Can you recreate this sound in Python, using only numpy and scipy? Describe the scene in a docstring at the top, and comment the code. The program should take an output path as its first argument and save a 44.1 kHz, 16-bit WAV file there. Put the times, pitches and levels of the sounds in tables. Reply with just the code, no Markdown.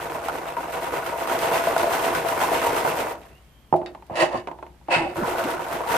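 """Lead bullets and polishing grit in a plastic sifting pan over a plastic bowl, in a small, humming room.
For three seconds the pan is shaken: the bullets tumble with each throw while grit hisses through the slots.
The last grit trickles out and the rim squeaks faintly under a hand. From 3.7 s hollow knocks and scrapes
follow as a tub is put down and dragged and the pan is gripped. At 4.9 s the pan is shoved, squealing, over
the bowl's edge, then swirled by hand: plastic grinds and chirps while the bullets slide and tumble again."""
import sys
import numpy as np
from scipy import signal
from scipy.fft import rfft, irfft, next_fast_len
from scipy.io import wavfile
from scipy.ndimage import map_coordinates

SR = 44100
rng = np.random.default_rng(int(sys.argv[2]) if len(sys.argv) > 2 else 0)


def transcribe(signal):
    """Save signal, clipped to [-1, 1], as a 16-bit WAV file at the path in sys.argv[1]."""
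    frames = np.atleast_2d(signal).T
    limited = np.clip(frames, -1, 1)
    pcm = np.round(limited * 32767).astype(np.int16)
    wavfile.write(sys.argv[1], SR, pcm)


N = 263271
TIME = np.arange(N) / SR
RING_TIME = np.arange(round(.35 * SR)) / SR

# Tone curves, from the room up to the bullets: pitch_hz, level_db
AIR_EQ = [(25, -44), (40, -7.5), (60, 6.5), (80, -5), (120, -4), (170, -6), (250, -14.5), (500, -18),
          (1400, -24), (3000, -29), (5300, -36), (11000, -37.5), (13000, -37), (15000, -45)]
JUDDER_EQ = [(60, -35), (160, -14.5), (230, -20), (340, -3), (430, -12), (540, 3), (850, 2), (1050, 1),
             (1400, -18), (2500, -21), (6000, -71)]  # coarse slips of plastic on plastic
TUB_RASP_EQ = [(500, -33), (1300, 6.5), (1850, 10), (2300, 3), (2800, 5.5), (3400, -1.5), (4700, -5),
               (6000, -9), (9500, -10), (11000, -25), (12800, -16), (14500, -66)]
PAN_RASP_EQ = [(500, -28), (1300, 5.5), (1900, 4), (2400, 8), (2900, 3.5), (3300, -7.5), (3800, -7.5),
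               (4700, -9.5), (6000, -19), (9500, -15), (11000, -33), (12800, -25), (14500, -60)]
GRIND_EQ = [(50, -15), (150, -9), (230, -10), (300, -2.5), (365, 9), (430, -9.5), (600, 0.5), (1500, -54)]
KNOCK_EQ = [(40, -58), (120, -9.5), (215, -11.5), (350, 4), (440, -4.5), (640, 2), (900, 1.5), (1150, -9.5),
            (1500, -16), (2800, -26), (4500, -41), (9000, -49), (14000, -64)]
TABLE_THUD_EQ = [(25, -45), (60, -16), (120, -6), (165, -16), (230, -8), (400, -10), (1200, -57)]
GRIT_EQ = [(500, -5.5), (2000, 9.5), (3500, -0.5), (5500, -4), (7500, -5.5), (9300, -1), (11000, -7.5),
           (13000, 1), (14500, -4.5)]
CLICK_EQ = [(300, -17.5), (1000, 6), (1800, 13), (2800, 16.5), (4600, 0.5), (6000, 1), (9000, 3.5),
            (11000, -12), (14000, -51)]  # bullet on bullet
TICK_EQ = [(500, -30), (2000, 9), (4000, 3.5), (7000, -4.5), (9300, 1), (11000, -5.5), (13000, 2),
           (14500, -2)]  # the same, sharper
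CLINK_EQ = [(300, -13), (1000, 12), (1800, 9), (2800, 1.5), (4600, -2.5), (6000, -10), (9000, -14),
            (14000, -40)]  # bullet on rim
SLIDE_EQ = [(400, -27), (900, -3), (1400, 7), (2400, -27), (4000, -20), (12000, -48)]  # bullets sliding on bare plastic
LEAD_EQ = [(40, -22.5), (100, -11), (200, -11.5), (330, -2), (500, -2), (680, 0), (950, 2.5), (1300, -2.5),
           (1900, -10.5), (2800, -13.5), (3600, -25), (6000, -28), (14000, -31)]  # bullets landing on the pan

# Ringing modes of the tub, the hollow bowl, the pan's stiff rim and its floor: pitch_hz, level_db, t60_s
TUB_MODES = [(1250, -1, .16), (1780, -2, .11), (1865, -1, .11), (2030, -1, .15), (2230, -3, .14),
             (2610, 3, .12), (2715, 2, .13), (2940, -2, .12), (3290, -2, .09), (3960, -2, .08),
             (4500, 1, .09), (4620, 0, .09), (4800, -1, .1), (5020, -3, .1)]
BOWL_MODES = [(160.3, 12, 0.17), (356, 5.5, 0.36), (494.5, 0, 0.16), (550, 2, 0.15), (640, 8, 0.13),
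              (700, 5, 0.13), (790, 3, 0.22), (872, -2, 0.26), (935, -3, .2), (1037, 4, 0.11),
              (1255, -3, 0.12)]
RIM_MODES = [(1852, -5, .15), (2035, 0, .15), (2236, -4, .13), (2520, -2, .1), (2585, 3, .14),
             (2705, -2, .14), (2940, -3, .15), (3490, 0, .16), (3720, 1, .1), (3850, 0, .1),
             (4540, -1, .14), (4640, -1, .1), (5110, -1, .12)]
PAN_MODES = [(159.6, -1.5, 0.33), (346.4, -13, 0.48), (474.6, 8.5, 0.1), (518.3, 1.5, 0.19),
             (597.4, 0.5, 0.34), (668.8, 9.5, 0.19), (765, 6, 0.071), (886, -4, 0.11), (941.5, 5.5, 0.16),
             (1009.6, 1.5, 0.14), (1459, 12.5, 0.04)]

# Reverb time of the room: pitch_hz, t60_s
ROOM_DECAY = [(100, 0.67), (400, 0.51), (1000, 0.27), (2800, 0.14), (7000, 0.17), (14000, 0.014)]
# Stereo width: pitch_hz, side_minus_mid_db
STEREO_WIDTH = [(60, -19), (150, -12), (300, -9.5), (650, -9), (1300, -2), (2500, -4), (4500, -0.5),
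                (14000, -0.5)]
# Imbalance of the two microphones: pitch_hz, left_minus_right_db
MIC_BALANCE = [(100, 2), (380, -0.5), (900, 0.6), (2400, -1), (4400, -5), (6500, -8.5), (8300, -18.5),
               (9800, -5.5), (11300, 1), (13000, 9.5), (14500, -21)]

# Paths of the friction tones: time_s, pitch_hz, level_db
GRIP_SQUEAK = [(3.3, 2540, -70), (3.345, 2700, -62), (3.39, 2900, -68), (3.44, 3150, -77),
               (3.58, 3180, -69), (3.71, 3200, -77)]  # faint and rising, as the hand takes the rim
THIN_WHISTLE = [(3.48, 13050, -82), (3.62, 13000, -73), (3.72, 12900, -80)]  # barely there, in the pause
RIM_SQUEAL = [(4.905, 2640, -36), (4.935, 2600, -28), (4.955, 2670, -24), (4.98, 2620, -49),
              (5.03, 2584, -39), (5.11, 2600, -57)]  # sinks as the shove slows
PAN_SLIDE_TONES = [
    [(4.91, 899, -27), (4.935, 937, -30), (4.97, 894, -29.5), (5.03, 808, -31), (5.13, 741, -40)],
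    [(5.86, 795, -35), (5.9, 960, -28), (5.97, 942, -33)],
]  # one path for each slide over the bowl's edge
# Short, low chirps of the swirled pan: start_s, length_s, first_hz, last_hz, level_db
SWIRL_CHIRPS = [(5.185, 0.039, 353, 400, -30), (5.215, 0.03, 266.4, 130, -29),
                (5.294, 0.038, 390, 337, -35.5), (5.385, 0.046, 470, 716, -33.5),
                (5.448, 0.032, 222.6, 415, -29), (5.53, 0.036, 392, 340, -33.5),
                (5.742, 0.028, 200.5, 426, -35.5)]

# Scrape strokes: full_force_s, rise_s, hold_s, release_s, judder_db, rasp_db
TUB_DRAGS = [(4.106, 0.017, 0.033, 0.015, -30.5, -78), (4.165, 0.035, 0.0045, .025, -37, -34.5),
             (4.212, 0.06, 0.008, 0.059, -14, -20.5), (4.226, 0.021, 0.0038, 0.011, -20.5, -55),
             (4.335, 0.035, 0.013, 0.052, -21, -39), (4.354, 0.0072, 0.016, 0.077, -40.5, -43.5)]
PAN_SHOVES = [(4.907, 0.0071, 0.05, 0.17, -19.5, -31.5), (4.932, 0.039, 0.016, 0.052, -23.5, -25.5),
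              (5.02, 0.018, 0.0051, .05, -39, -48), (5.097, .008, .003, 0.014, -50, -46)]
# The swirled pan bearing on the bowl's edge: full_force_s, hold_s, level_db
PAN_GRINDS = [(4.987, 0.071, -27.5), (5.178, 0.03, -29.5), (5.31, 0.012, -30), (5.564, 0.011, -34),
              (5.77, 0.0085, -36.5)]
# Knocks on the plastic ware: start_s, level_db, hardness_db, pitch_hz
PLASTIC_KNOCKS = [(3.7265, -5, -11, 850), (3.7395, -6, -11, 660), (3.816, -22, -8, 750),
                  (3.829, -30, -2, 1000), (3.949, -28.5, 12, 950), (4.024, -35.5, 11, 950),
                  (4.098, -23, -9, 700), (4.224, -7, -15, 620), (4.345, -20, -6, 800),
                  (4.473, -21.5, 11, 1000), (4.485, -23, 2, 1000), (4.514, -24.5, 8, 950),
                  (4.588, -32, 9, 950), (4.627, -25, 8, 950), (4.666, -34, 14, 950), (4.813, -46, 5, 950),
                  (4.885, -15.5, -3, 820), (5.182, -21, 2, 380), (5.278, -23, 0, 640),
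                  (5.351, -19, -6, 520), (5.457, -19, 0, 450), (5.545, -26, 0, 380)]
# The bowl bumping the table: start_s, level_db
TABLE_BUMPS = [(3.312, -42), (3.729, -20), (4.107, -26), (4.223, -40), (4.345, -21.5), (4.963, -18),
               (5.178, -23.5), (5.226, -22)]

# Bullets dropping hard on the pan: start_s, level_db, brightness_db, pitch_hz
BULLET_DROPS = [(0.152, -20.0, -2, 960), (0.285, -14.5, 4, 1360), (0.568, -14.5, 0, 970),
                (0.683, -24.0, 3, 680), (0.82, -21.0, 0, 680), (0.867, -23.0, 0, 990),
                (1.023, -23.5, 4, 1410), (1.062, -22.0, 6, 1440), (1.126, -17.5, -4, 940),
                (1.157, -19.5, -3, 660), (1.211, -19.0, 0, 730), (1.274, -17.5, 3, 940),
                (1.298, -18.5, 6, 1310), (1.35, -16.5, -3, 670), (1.443, -15.0, -3, 680),
                (1.516, -14.0, -3, 660), (1.538, -10.5, -5, 640), (1.556, -12.0, -3, 570),
                (1.596, -19.0, 5, 1500), (1.638, -19.0, 6, 1150), (1.67, -8.5, -8, 660),
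                (1.764, -8.0, 0, 650), (1.797, -14.0, 0, 760), (1.832, -10.0, -7, 660),
                (1.868, -12.5, -8, 670), (1.908, -16.0, 0, 690), (2.044, -17.5, 0, 660),
                (2.129, -17.5, -2, 660), (2.15, -18.0, 5, 1460), (2.249, -14.0, -3, 670),
                (2.287, -17.0, 4, 1460), (2.316, -16.0, -4, 970), (2.403, -15.0, 4, 1530),
                (2.414, -12.0, -1, 930), (2.435, -12.0, -2, 900), (2.487, -15.5, -3, 960),
                (2.515, -13.5, -3, 660), (2.616, -17.5, 5, 1510), (2.663, -15.0, 1, 940),
                (2.749, -17.5, -3, 950), (2.765, -18.0, 5, 1210), (2.849, -12.0, -4, 930),
                (2.875, -17.0, 4, 1450), (2.993, -18.0, -3, 620), (3.069, -19.0, -2, 670),
                (5.157, -23.0, 1, 600), (5.232, -18.0, 1, 960), (5.383, -17.5, 0, 510),
                (5.594, -21.0, -2, 1000), (5.703, -23.0, 0, 980), (5.806, -17.0, -2, 470),
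                (5.837, -22.0, 0, 1080), (5.941, -12.0, 2, 930)]
# Bullets clicking sharply together: start_s, level_db
BULLET_TICKS = [(0.2327, -44), (0.2498, -42), (0.284, -31.5), (.727, -45), (.747, -51), (0.9555, -49),
                (1.065, -29.5), (1.274, -29), (1.297, -30), (1.3895, -26), (1.7803, -23), (1.8302, -29),
                (1.928, -31), (2.149, -27), (2.2842, -26), (2.6728, -31.5), (2.7637, -29), (5.384, -28.5),
                (5.4397, -28.5), (5.505, -30), (5.6843, -36), (3.762, -42), (4.045, -63), (4.066, -53)]
# Light clinks of settling metal: start_s, level_db, brightness_db
RIM_CLINKS = [(3.232, -47, 0), (3.313, -55, -8), (3.861, -30.5, 3)]
# Rhythm of sifting and swirling, about eight throws a second: time_s, throws_so_far
SIFT_THROWS = [(-.07, 0), (.36, 4), (.49, 5), (.735, 7), (1.07, 10), (1.205, 11), (1.67, 15), (1.81, 16),
               (1.94, 17), (2.17, 19), (2.55, 22), (3.225, 28)]
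SWIRL_THROWS = [(5.07, 0), (5.51, 4), (5.735, 6), (5.92, 7), (6.03, 8)]
# How hard the pan is shaken: time_s, effort_db
SIFT_DYNAMICS = [(0, -8), (.2, -11), (0.339, -8), (.42, -12.5), (.66, -11), (.75, -6.5), (1.14, -7.5),
                 (1.32, -2.5), (1.55, 2), (1.73, -2), (1.8, -1), (1.88, -1), (1.95, 2), (2.06, 1),
                 (2.23, -3), (2.34, -2), (2.42, 2), (2.53, 2), (2.7, 0), (2.999, -1), (3.12, -9.5),
                 (3.2, -30.5), (3.45, -56.5)]
SWIRL_DYNAMICS = [(5.06, -29.5), (5.135, -20.5), (5.16, -10), (5.3, -4.5), (5.509, -5.5), (5.589, -12.5),
                  (5.742, -6), (5.828, -11.5), (5.97, 6)]

STOP_DB_PER_S = 896  # how fast the heap comes to rest outside a bout of shaking


def amp(db):
    """Decibels to gain."""
    return 10 ** (np.asarray(db) / 20)


def unit(x):
    """Scaled to rms 1."""
    return x / np.sqrt(np.mean(x ** 2) + 1e-20)


def along(curve, hz):
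    """A curve read on a log frequency axis."""
    pitches, values = np.transpose(curve)
    return np.interp(np.log(hz + 1), np.log(pitches + 1), values)


def decay(t60, t=RING_TIME):
    """A fade that loses 60 dB in t60 seconds."""
    return np.exp(-np.log(1000) * t / t60)


def wobble(rate, t=TIME):
    """Smooth random modulation, rate knots a second."""
    return map_coordinates(rng.standard_normal(4096), [t * rate], mode='wrap')


def swell(s, rise, hold, release):
    """Envelope that climbs its last 20 dB over the rise, holds from time s, and loses 20 dB per release."""
    early, late = np.maximum(s - TIME, 0), np.maximum(TIME - s - hold, 0)
    return amp(-20 * ((early / rise) ** 1.5 + late / release))


def filtered(x, response):
    """x through a frequency response."""
    n = x.shape[-1]
    size = next_fast_len(n + 8192)
    return irfft(rfft(x, size) * response(np.fft.rfftfreq(size, 1 / SR)), size)[..., :n]


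def coloured(x, eq, bright_db=0, size=2048):
    """Minimum-phase EQ that keeps attacks crisp, with a treble shelf for harder contacts."""
    hz = np.fft.rfftfreq(size, 1 / SR)
    shelf = 1 - 1 / (1 + (hz / 1400) ** 4)
    cepstrum = irfft(np.log(amp(along(eq, hz) + bright_db * shelf)))
    cepstrum[1:size // 2] *= 2
    cepstrum[size // 2 + 1:] = 0
    impulse = irfft(np.exp(rfft(cepstrum)))
    return signal.fftconvolve(x, impulse[None], axes=1)[:, :x.shape[1]]


def spread(pair):
    """Mid and side become left and right: alike in the bass, wide in the treble."""
    mid, side = pair[0], coloured(pair[1:], STEREO_WIDTH)[0]
    return np.array([mid + side, mid - side])


def placed(pair, left_lag_s, left_db, diffuse_hz=3520):
    """Pans a source by level and time; the lag fades in the treble, which arrives from all sides."""
    sides = np.array([[.5], [-.5]])

    def response(hz):
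        lag_s = left_lag_s / (1 + (hz / diffuse_hz) ** 2)
        return amp(left_db * sides) * np.exp(-2j * np.pi * hz * lag_s * sides)
    return filtered(spread(pair), response)


def room_tone(hum_hz=65):
    """The bed: still air and a low hum."""
    air = unit(coloured(rng.standard_normal((2, N)), AIR_EQ))
    hum = np.sin(2 * np.pi * hum_hz * TIME)
    return amp(-54) * (air + hum)


def room_tail(onset_s=.0017):
    """Diffuse reverb of the small room, each frequency dying at its own speed."""
    hz, t, noise = signal.stft(rng.standard_normal((2, len(RING_TIME))), SR, nperseg=256)
    fade = amp(-60 * t / along(ROOM_DECAY, hz)[:, None])
    tail = signal.istft(noise * fade, SR, nperseg=256)[1]
    return unit(tail[:, :len(RING_TIME)] * (1 - np.exp(-RING_TIME / onset_s)))


def contact(modes, clack_t60, ring_db, room_db, direct_db=-3, vary_db=4):
    """One strike at a random spot, in mid and side: a dead clack, the ringing modes and the room."""
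    clack = unit(rng.standard_normal((2, len(RING_TIME))) * decay(clack_t60))
    clack[0, 0] += amp(direct_db) * np.sqrt(len(RING_TIME))  # the direct sound comes first
    ring = 0
    for hz, db, t60 in modes:
        strength = amp(db + vary_db * rng.standard_normal((2, 1)))
        ring += strength * decay(t60) * np.sin(2 * np.pi * (hz * RING_TIME + rng.random((2, 1))))
    return unit(clack) + amp(ring_db) * unit(ring) + amp(room_db) * room_tail()


def at_spot(sound, hz, lift_db=8, q=6.4):
    """The struck spot resonates and lifts one pitch of the hit."""
    return sound + (amp(lift_db) - 1) * signal.lfilter(*signal.iirpeak(hz, q, SR), sound)


def add_hit(track, s, db, sound):
    """Lays a hit in at time s; its peak is taken as four times the rms of its first 25 ms."""
    start = round(s * SR)
    peak = 4 * np.std(sound[0, :round(.025 * SR)])
    part = sound[:, :N - start] / peak
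    track[:, start:start + part.shape[1]] += amp(db) * part


def patter(gain, rate, scatter_db):
    """Random impulses whose level follows gain; stronger motion packs them closer, up to rate a second."""
    chance = np.clip(rate / SR * np.sqrt(gain / gain.max()), 1e-4, 1)
    size = amp(scatter_db * np.clip(rng.standard_normal(N), -2, 2))
    hits = (rng.random(N) < chance) * rng.choice([-1, 1], N)
    return gain * hits * unit(size) / np.sqrt(chance)


def rattle(gain, eq, modes, rate, scatter_db, clack_t60, ring_db, room_db, spots):
    """A stream of contacts shared among several spots, each with its own timbre."""
    out = np.zeros((2, N))
    for _ in range(spots):
        spot = coloured(contact(modes, clack_t60, ring_db, room_db), eq)
        spot /= np.linalg.norm(spot, axis=1, keepdims=True)
        hits = patter(gain, rate / spots, scatter_db)
        out += signal.oaconvolve(hits[None], spot, axes=1)[:, :N]
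    return out


def glide(path, width_hz):
    """Friction drives one narrow, unsteady resonance along a pitch path."""
    s, hz, db = np.transpose(path)
    near = (TIME > s[0] - .1) & (TIME < s[-1] + .1)
    t, out = TIME[near], np.zeros((2, N))
    outside_s = np.abs(t - np.clip(t, s[0], s[-1]))
    phase = 2 * np.pi * np.cumsum(np.interp(t, s, hz)) / SR
    tone = np.array([wobble(width_hz, t) * np.cos(phase) + wobble(width_hz, t) * np.sin(phase)
                     for _ in range(2)])
    out[:, near] = unit(tone) * amp(np.interp(t, s, db) - 2 * STOP_DB_PER_S * outside_s)
    return out


def friction_tones(chirp_fade_db=9):
    """The pan sings, chirps and squeals on the bowl; a faint squeak and whistle as the rim is taken."""
    sung = sum(glide(path, width_hz=100) for path in PAN_SLIDE_TONES)
    for s, length, first_hz, last_hz, db in SWIRL_CHIRPS:
        arc = [(s, first_hz, db - chirp_fade_db),
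               (s + length / 2, (first_hz + last_hz) / 2, db),
               (s + length, last_hz, db - chirp_fade_db)]
        sung += glide(arc, width_hz=40)
    squeal = glide(RIM_SQUEAL, width_hz=260)
    return sung + squeal + glide(GRIP_SQUEAK, width_hz=300) + glide(THIN_WHISTLE, width_hz=60)


def scrape(strokes, rasp_eq, modes, judder_db, rasp_db, wall_db):
    """Plastic sticks and slips: coarse slips shake the bowl's walls, fine ones ring the high modes."""
    coarse, fine = sum(np.outer(amp(stroke[4:]), swell(*stroke[:4])) for stroke in strokes)
    judder = rattle(coarse, JUDDER_EQ, BOWL_MODES, rate=1300, scatter_db=1,
                    clack_t60=.081, ring_db=wall_db, room_db=-15, spots=2)
    rasp = rattle(fine, rasp_eq, modes, rate=1500, scatter_db=1.5,
                  clack_t60=.035, ring_db=-8, room_db=-7, spots=4)
    return amp(judder_db) * judder + amp(rasp_db) * rasp


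def plastic_scrapes():
    """The tub is dragged into place, then the pan is shoved over the bowl's edge and grinds round on it."""
    tub = scrape(TUB_DRAGS, TUB_RASP_EQ, TUB_MODES, judder_db=-7, rasp_db=-9, wall_db=-17)
    pan = scrape(PAN_SHOVES, PAN_RASP_EQ, RIM_MODES, judder_db=-9, rasp_db=-5, wall_db=-16)
    pressure = sum(amp(db) * swell(s, rise=.016, hold=hold, release=.075) for s, hold, db in PAN_GRINDS)
    grind = rattle(pressure, GRIND_EQ, BOWL_MODES, rate=380, scatter_db=.5,
                   clack_t60=.02, ring_db=-31.5, room_db=-12, spots=2)
    return tub + pan + amp(-4.5) * grind


def plastic_knocks():
    """Hollow knocks, the heavier ones ringing the bowl more, and dull thuds of the bowl on the table."""
    out = np.zeros((2, N))
    for s, db, hard_db, hz in PLASTIC_KNOCKS:
        strike = contact(BOWL_MODES, clack_t60=.04, ring_db=-13 + .18 * db, room_db=-11,
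                         direct_db=-2, vary_db=1.5)
        add_hit(out, s, db, at_spot(coloured(strike, KNOCK_EQ, hard_db), hz))
    for s, db in TABLE_BUMPS:
        bump = contact(BOWL_MODES, clack_t60=.25, ring_db=-15.5, room_db=-24)
        add_hit(out, s, db, coloured(bump, TABLE_THUD_EQ))
    return out


def loaded_pan(share):
    """The weight of the heap damps the pan: its modes ring for only a share of their time."""
    return [(hz, db, t60 * share) for hz, db, t60 in PAN_MODES]


def stray_bullets(bounce_s=.011, bounce_loss_db=6):
    """Accents: a bullet falls clear and bounces once on the pan, hits another, or clinks on the rim."""
    out = np.zeros((2, N))
    for s, db, bright_db, hz in BULLET_DROPS:
        for delay_s, loss_db in [(0, 0), (bounce_s, bounce_loss_db)]:
            strike = contact(loaded_pan(.7), clack_t60=.045, ring_db=-7.5, room_db=-11, direct_db=-6)
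            add_hit(out, s + delay_s, db - loss_db, at_spot(coloured(strike, LEAD_EQ, bright_db), hz))
    for s, db in BULLET_TICKS:
        strike = contact(RIM_MODES, clack_t60=.018, ring_db=-22, room_db=-1, direct_db=-14)
        add_hit(out, s, db, coloured(strike, TICK_EQ))
    for s, db, bright_db in RIM_CLINKS:
        strike = contact(RIM_MODES, clack_t60=.014, ring_db=-1.5, room_db=-5)
        add_hit(out, s, db, coloured(strike, CLINK_EQ, bright_db))
    return out


def bullet_pings(gain, rate=70, centre_hz=2200, t60=.025, scatter_db=5.4):
    """Single bullets meet and ring briefly, each at its own pitch and place."""
    out = np.zeros((2, N + len(RING_TIME)))
    count = round(rate * N / SR)
    t = RING_TIME[:len(RING_TIME) // 4]
    starts = rng.integers(0, N, count)
    variations = np.clip(rng.standard_normal((count, 3)), -1.8, 1.8)
    for start, (detune, size, side) in zip(starts, variations):
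        ring = decay(t60, t) * np.sin(2 * np.pi * centre_hz * np.exp(.3 * detune) * t)
        ping = np.outer([1, side], ring / np.linalg.norm(ring))
        out[:, start:start + len(t)] += gain[start] * amp(scatter_db * size) * ping
    return out[:, :N] * np.sqrt(SR / rate)


def shaking(throws, dynamics, tumble_surge_db=1.08, flow_surge_db=3):
    """Envelopes of tumbling bullets and flowing grit: both follow the effort and surge with each throw."""
    s, level_db = np.transpose(dynamics)
    outside_s = np.abs(TIME - np.clip(TIME, s[0], s[-1]))
    effort_db = np.interp(TIME, s, level_db) - STOP_DB_PER_S * outside_s
    throw = np.cos(2 * np.pi * np.interp(TIME, *np.transpose(throws)))
    clumps_db = .85 * wobble(rate=50)  # the bullets fall over in irregular clumps
    tumble = amp(-27.5 + .81 * effort_db + tumble_surge_db * throw + clumps_db)
    flow = amp(-39.5 + effort_db + flow_surge_db * throw + .55 * clumps_db)
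    return tumble, flow


def airborne_lulls(dip_db=4.5, lull_s=.0076):
    """The tumbling ducks while the heap is in the air, just before each hard drop."""
    airborne = sum(np.exp(-((TIME - s + lull_s) / lull_s) ** 2) for s, *_ in BULLET_DROPS)
    return amp(-dip_db * airborne)


def shaken_heap():
    """Soft lead tumbles, thumps and slides on the pan and clicks together; grit runs through the slots."""
    sift_tumble, sift_flow = shaking(SIFT_THROWS, SIFT_DYNAMICS)
    swirl_tumble, swirl_flow = shaking(SWIRL_THROWS, SWIRL_DYNAMICS)
    tumble = (sift_tumble + swirl_tumble) * airborne_lulls()
    last_trickle = amp(-66.5) * swell(3.2, rise=.05, hold=0, release=.6)
    flow = sift_flow + swirl_flow + last_trickle
    lead = rattle(tumble, LEAD_EQ, loaded_pan(.73), rate=480, scatter_db=1.5,
                  clack_t60=.014, ring_db=-8.5, room_db=-5.5, spots=7)
    thumps = rattle(tumble, LEAD_EQ, loaded_pan(.71), rate=66, scatter_db=-.5,
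                    clack_t60=.058, ring_db=-3.5, room_db=-18, spots=4)
    clicks = rattle(flow, CLICK_EQ, RIM_MODES, rate=120, scatter_db=.5,
                    clack_t60=.028, ring_db=-10, room_db=-2.5, spots=5)
    grit = rattle(flow, GRIT_EQ, RIM_MODES, rate=3400, scatter_db=-.5,
                  clack_t60=.00078, ring_db=-30, room_db=-6, spots=6)
    ticks = rattle(flow, TICK_EQ, RIM_MODES, rate=45, scatter_db=-2.5,
                   clack_t60=.016, ring_db=-25, room_db=-4, spots=3)
    slide = rattle(swirl_tumble, SLIDE_EQ, PAN_MODES, rate=540, scatter_db=10,
                   clack_t60=.011, ring_db=-13, room_db=-5.5, spots=3)
    body = amp(-6) * lead + amp(-12) * thumps + amp(-11) * slide
    sparkle = amp(-8) * clicks + amp(-4.5) * grit + amp(-17) * ticks + amp(-11) * bullet_pings(flow)
    return body + sparkle


def scene():
    """The close-up mix: the heap near the centre, the handling a little to one side, room tone beneath."""
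    heap = placed(shaken_heap() + stray_bullets(), left_lag_s=35e-6, left_db=-.25)
    plastic = plastic_knocks() + plastic_scrapes() + friction_tones()
    handling = placed(plastic, left_lag_s=-51e-6, left_db=-1.5)
    return heap + handling + spread(room_tone())


def record(dry, top_hz=14800):
    """The two microphones colour the treble differently, and a steep low-pass closes off the top."""
    def balance(hz):
        lean_db = along(MIC_BALANCE, hz)
        power = np.cosh(np.log(amp(lean_db)))  # mean power of the two sides
        return amp(np.outer([.5, -.5], lean_db)) / np.sqrt(power)
    return filtered(filtered(dry, balance), lambda hz: 1 / np.sqrt(1 + (hz / top_hz) ** 300))


dry = scene()
out = record(dry)
transcribe(out)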